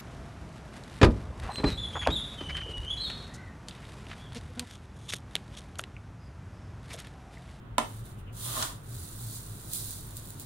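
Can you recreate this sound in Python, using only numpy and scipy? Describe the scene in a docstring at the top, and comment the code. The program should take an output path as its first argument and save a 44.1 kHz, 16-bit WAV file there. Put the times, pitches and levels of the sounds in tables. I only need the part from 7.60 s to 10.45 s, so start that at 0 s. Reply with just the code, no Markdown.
"""A plastic scoop digs through cat litter, heard close by in a small room on a two-port stereo microphone.
It knocks against the plastic tray and rubs on it, then the granules rustle and crunch over the blade.
The scoop is shaken: loose granules sift through the slots and patter on the bed, the last few tick on
the plastic. The room hums faintly behind, and each microphone port colours the sound in its own way."""
import sys
import numpy as np
from scipy import signal
from scipy.fft import rfft, irfft
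from scipy.io import wavfile

SR = 44100
rng = np.random.default_rng(int(sys.argv[2]) if len(sys.argv) > 2 else 0)


def wav_record(signal):
    """Record a signal, one row per channel, as 16-bit PCM in the file named by sys.argv[1]."""
    frames = np.transpose(np.atleast_2d(signal))
    bounded = np.clip(frames, -1, 1)
    # unit amplitude maps onto the largest positive 16-bit level
    quanta = np.round(bounded * 32767).astype(np.int16)
    wavfile.write(sys.argv[1], SR, quanta)


N = 125685
TIME = np.arange(N) / SR


def digging():
    """Granules rustle over the blade; under pressure they crunch and sound the tray."""
    # flow of granules over the scoop (time [s], level [dB])
    blade_flow = [(0, -95), (.18, -106), (.2, -58), (.29, -56.5), (.39, -57.5), (.428, -64), (.46, -55),
                  (.524, -63), (.566, -72), (.598, -62.5), (.64, -88), (.712, -92), (.728, -61),
                  (.77, -49.5), (.845, -38.5), (.92, -39), (1.02, -36.5), (1.06, -41.5), (1.12, -52),
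                  (1.2, -66.5), (1.35, -57)]
    # pressure of the blade on the packed bed (time [s], level [dB])
    blade_pressure = [(.72, -96), (.8, -74), (.87, -50.5), (.94, -45.5), (1.0, -39), (1.028, -39.5),
                      (1.06, -46.5), (1.12, -52.5), (1.2, -90), (1.3, -86.5)]
    # the blade slips through a packed spot (start [s], length [s], level [dB])
    slips = [(1.024, 0.0092, -32)]
    # spectra of the rustle, the crunch and the slip (frequency [Hz], relative level [dB])
    rustle_colour = [(200, -7), (600, -15), (1200, -2), (2400, -13), (3600, 0.5), (4300, -0.5),
                     (5200, -3.5), (7300, 0), (9500, 2.5), (11500, 0.5), (16000, 0.5)]
    crunch_colour = [(120, -22), (300, -0.5), (470, -9.5), (680, -2.5), (850, -5.5), (1150, 3.5),
                     (1500, -6), (1900, -7), (2400, -16), (3500, -8), (8000, -13), (16000, -48)]
    slip_colour = [(200, -13), (600, -10), (1200, 10.5), (2300, -3.5), (4000, 4), (6000, 6), (9000, 0.5),
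                   (11500, -10), (16000, -19)]
    flow_db, push_db = in_time(blade_flow), in_time(blade_pressure)
    loose = grains(flow_db, peak_per_s=14000, spread_db=1.0, ring_cycles=6.1, rate_power=.6)
    rustle = from_db(flow_db) * colour(loose, rustle_colour, unit=True)
    packed = grains(push_db, peak_per_s=1700, spread_db=0.5, ring_cycles=3.4, rate_power=.4)
    crunch = from_db(push_db) * colour(packed, crunch_colour, unit=True)
    slip_gate = sum(from_db(db) * (TIME > s) * (TIME < s + length) for s, length, db in slips)
    slipping = grains(flow_db, peak_per_s=2760, spread_db=-6.0, ring_cycles=5, rate_power=.35)
    slip = slip_gate * colour(slipping, slip_colour, unit=True)
    return in_room(rustle + crunch + slip, wet_db=-4)


def sifting():
    """Loose granules patter on the bed; single ones tick on the scoop."""
    # flow of granules falling through the slots (time [s], level [dB])
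    slot_flow = [(1.12, -86), (1.25, -61.5), (1.33, -50.5), (1.4, -48), (1.55, -52), (1.63, -46),
                 (1.68, -47.5), (1.76, -43), (1.81, -52), (1.9, -53), (1.99, -54), (2.085, -50.5),
                 (2.145, -35.5), (2.2, -40.5), (2.26, -43), (2.335, -44), (2.4, -51), (2.54, -58.5),
                 (2.575, -45.5), (2.62, -55.5), (2.68, -52.5), (2.785, -62.5), (2.805, -46.5), (2.85, -57)]
    # single granules strike the scoop (time [s], relative level [dB])
    strikes = [(2.1344, -14), (2.3075, -21), (2.4093, -36), (2.508, -32.5), (2.557, -37), (2.5686, -22),
               (2.597, -33), (2.642, -41), (2.655, -32), (2.7045, -25.5), (2.798, -24.5), (2.819, -35),
               (2.8335, -37)]
    # spectrum of patter and ticks (frequency [Hz], relative level [dB])
    granule_colour = [(200, -25), (900, -27), (1900, -18.5), (2600, -18.5), (3150, -15), (3600, -7),
                      (4200, -4), (5500, -7.5), (7300, -3.5), (9500, -0.5), (11500, -3), (15500, -0.5)]
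    flow_db = in_time(slot_flow)
    patter = from_db(flow_db) * grains(flow_db, peak_per_s=11000, spread_db=2.0, ring_cycles=7.7,
                                       rate_power=.9)
    ticks = from_db(6) * scatter(clicks(strikes), t60=0.0076)
    return colour(in_room(patter, wet_db=-1) + in_room(ticks, wet_db=-6.5), granule_colour, unit=True)


def knock():
    """Hard plastic contacts crack and set the damped tray ringing, a little right of the microphone."""
    # the scoop meets the tray and chatters (time [s], relative ring level [dB], relative crack level [dB])
    contacts = [(0.1818, 1.5, -2), (0.1841, -5.5, -9.5), (0.1907, -27, -11), (0.1994, -12.5, -26)]
    # modes of the tray (frequency [Hz], relative level [dB], t60 [s])
    tray_modes = [(235, -3.5, .12), (290, -5.5, 0.073), (476, -13, 0.056), (622, -6.5, 0.1),
                  (720, -2, 0.059), (950, -1, 0.023), (1010, 7, 0.036), (1153, 4, 0.022),
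                  (1360, -4.5, 0.023), (1756, -10, .04), (2860, -13, .015), (3760, -6, 0.016)]
    # spectrum of the crack (frequency [Hz], relative level [dB])
    crack_colour = [(150, -9), (500, 6), (1050, 4), (1550, -8), (2000, -5.5), (3900, -4.5), (4800, -9),
                    (6000, -7), (7500, -11), (9500, -13), (12000, -16.5), (16000, -25)]
    tray_db, pan_db, crack_db = -23.5, 1.8, 2
    blows = clicks([(s, db) for s, db, _ in contacts])
    edges = clicks([(s, db) for s, _, db in contacts])
    modes = sum((-1) ** k * from_db(db) * ring(blows, hz, t60) for k, (hz, db, t60) in enumerate(tray_modes))
    tray = from_db(tray_db + pan_db * np.array([[-1], [1]])) * modes
    crack = from_db(crack_db) * colour(scatter(edges, t60=0.0068), crack_colour, unit=True)
    return in_room(tray, wet_db=-8.5) + in_room(crack, wet_db=-2.5)


def rubbing():
    """Brief soft friction of plastic on plastic before the dig."""
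    # the scoop rubs on the tray (centre time [s], length [s], level [dB])
    rubs = [(0.597, .05, -67), (0.69, 0.046, -58)]
    # spectrum of the friction (frequency [Hz], relative level [dB])
    rub_colour = [(1500, -34), (2400, 2), (2950, 7), (3400, -17), (5000, -47)]
    strokes = sum(from_db(db) * np.exp(-(2 * (TIME - s) / length) ** 2) for s, length, db in rubs)
    return strokes * colour(rng.standard_normal((2, N)), rub_colour, unit=True)


def room_tone():
    """Low steady rumble and a wavering hum, alike at both ports in the bass."""
    # spectrum of the rumble (frequency [Hz], relative level [dB])
    rumble_colour = [(15, -13), (28, -26), (47, 0.5), (66, -14), (90, -11.5), (135, -8), (175, -12.5),
                     (260, -17), (400, -20), (600, -28.5), (1000, -27), (1500, -28), (2200, -37),
                     (3200, -39.5), (4800, -52), (9000, -59), (16000, -63.5)]
    # likeness of the rumble at the two ports (frequency [Hz], correlation [-1 to 1])
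    port_likeness = [(60, 0.93), (130, 0.99), (240, 0.87), (480, 0.55), (950, 0), (16000, 0.21)]
    # swells and dips of the hum (time [s], relative level [dB])
    hum_level = [(0.0, -52), (0.06, -58.5), (0.12, -40), (0.19, -53), (0.36, -41), (0.43, -40.5),
                 (0.46, -59), (0.56, -45), (0.84, -45), (0.89, -38.5), (0.96, -53), (1.02, -40.5),
                 (1.07, -61), (1.17, -42), (1.21, -59), (1.32, -38), (1.44, -43.5), (1.46, -55),
                 (1.68, -37.5), (1.73, -53), (1.79, -40.5), (1.82, -56), (1.92, -38.5), (2.0, -56.5),
                 (2.12, -44.5), (2.15, -69), (2.21, -41.5), (2.44, -55.5), (2.47, -46), (2.85, -50.5)]
    rumble_db, hum_db, hum_hz, waver_hz = -47, -1, 106.9, 9.15
    hz = np.arange(N // 2 + 1) * SR / N
    alike = np.clip(at_hz(port_likeness, hz), -1, 1)
    spectrum = rfft(rng.standard_normal((2, N))) * from_db(at_hz(rumble_colour, hz))
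    mid, side = irfft(spectrum * np.sqrt([1 + alike, 1 - alike]), N)
    rumble = rms_one(np.array([mid + side, mid - side]))
    pitch_hz = hum_hz + waver_hz * drift(corner_hz=14.15)
    hum = rms_one(np.sin(2 * np.pi * np.cumsum(pitch_hz) / SR))
    return from_db(rumble_db) * rumble + from_db(hum_db + in_time(hum_level)) * hum


def in_room(x, wet_db, t60=0.29, gap_s=0.004, treble_hz=7100):
    """The small room's diffuse, duller tail reaches the microphone just after the direct sound."""
    t = TIME[:SR // 2]
    tail = rng.standard_normal((2, len(t))) * from_db(-60 * t / t60) * (t > gap_s)
    tail /= np.linalg.norm(tail, axis=1, keepdims=True)
    tail = signal.sosfilt(signal.butter(1, treble_hz, fs=SR, output="sos"), tail)
    return x + from_db(wet_db) * signal.fftconvolve(x, tail, axes=1)[:, :N]


def grains(flow_db, peak_per_s, spread_db, ring_cycles, rate_power, pitches=40):
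    """Random granule collisions click and ring; more flow gives more of them. Unit power."""
    rate = np.clip(peak_per_s * from_db(rate_power * (flow_db - flow_db.max())), 100, SR)
    sizes = from_db(spread_db * np.minimum(rng.exponential(1, N), 4)) * rng.choice([-1, 1], N)
    hits = rms_one(sizes) * (rng.random(N) < rate / SR) * np.sqrt(SR / rate)
    pitch_index = rng.integers(0, pitches, N)
    port_lags = rng.permutation(pitches) - pitches // 2  # samples; gives each pitch its own direction
    out = np.zeros((2, N))
    for k, hz in enumerate(np.linspace(2500, 15500, pitches)):
        own_hits = hits * (pitch_index == k)
        grain = rms_one(own_hits) + rms_one(ring(own_hits, hz, t60=ring_cycles / hz))
        out += [grain, np.roll(grain, port_lags[k])]
    return rms_one(out)


def clicks(rows):
    """One click for each (time [s], level [dB]) row."""
    out = np.zeros(N)
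    for s, db in rows:
        out[int(s * SR)] += from_db(db)
    return out


def ring(x, hz, t60):
    """A unit click sets a dying sine of height 1 ringing."""
    decay, step = from_db(-60 / (t60 * SR)), 2 * np.pi * hz / SR
    return signal.lfilter([0, np.sin(step)], [1, -2 * decay * np.cos(step), decay * decay], x + 1e-18)


def scatter(x, t60):
    """Each click becomes a brief dying crackle of equal energy, different at each port."""
    t = TIME[:SR // 20]
    burst = rng.standard_normal((2, len(t))) * from_db(-60 * t / t60)
    burst /= np.linalg.norm(burst, axis=1, keepdims=True)
    return signal.fftconvolve(x[None], burst, axes=1)[:, :N]


def colour(x, points, unit=False):
    """Causal minimum-phase filter; with unit it keeps the power of white noise."""
    size = 8192
    gain = from_db(at_hz(points, np.arange(size // 2 + 1) * SR / size))
    cepstrum = irfft(np.log(gain))
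    cepstrum[1:size // 2] *= 2
    cepstrum[size // 2 + 1:] = 0
    response = irfft(np.exp(rfft(cepstrum)))
    if unit:
        response = response / np.linalg.norm(response)
    return signal.fftconvolve(np.atleast_2d(x), response[None], axes=1)[:, :x.shape[-1]]


def drift(corner_hz):
    """Slow random wander of unit rms."""
    hz = np.arange(N // 2 + 1) * SR / N
    return rms_one(irfft(rfft(rng.standard_normal(N)) / (1 + (hz / corner_hz) ** 2), N))


def in_time(rows):
    """Join (time [s], value) rows by straight lines."""
    return np.interp(TIME, *np.transpose(rows))


def at_hz(points, hz):
    """Read (frequency [Hz], value) rows on a log-frequency axis."""
    point_hz, value = np.transpose(points)
    return np.interp(np.log(hz + 1), np.log(point_hz), value)


def from_db(db):
    """Decibels to gain."""
    return 10 ** (np.asarray(db) / 20)


def rms_one(x):
    """Scale to unit rms."""
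    return x / np.sqrt(np.mean(x ** 2) + 1e-20)


def scene():
    """At the tray: knock, rub, dig and sift over the room tone."""
    return knock() + rubbing() + digging() + sifting() + room_tone()


def record(dry):
    """The microphone: each port adds its own colour, and the top is cut steeply."""
    # responses of the two ports (frequency [Hz], gain [dB])
    left_port = [(150, 1), (350, 2), (480, -1), (630, 3), (820, 0), (1050, 0), (1500, -8), (1900, 1),
                 (2400, 1), (3700, 0.5), (5000, 0.5), (6000, 1), (7300, 6.5), (8100, 0), (9200, -22.5),
                 (10500, -3.5), (12500, -2), (16000, 5.5)]
    right_port = [(150, 1), (350, -3), (480, 0), (630, 3), (820, 0.5), (1050, 2.5), (1500, 3), (1900, -0.5),
                  (2400, -1.5), (3700, 3), (5000, -2), (6000, 0), (6950, -10), (8100, 4.5), (9000, 8.5),
                  (10200, 7.5), (11500, 3.5), (16000, 8)]
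    cutoff_hz = 15750
    ports = np.vstack([colour(dry[0], left_port), colour(dry[1], right_port)])
    return signal.sosfilt(signal.ellip(12, .1, 80, cutoff_hz, fs=SR, output="sos"), ports)


dry = scene()
out = record(dry)
wav_record(out)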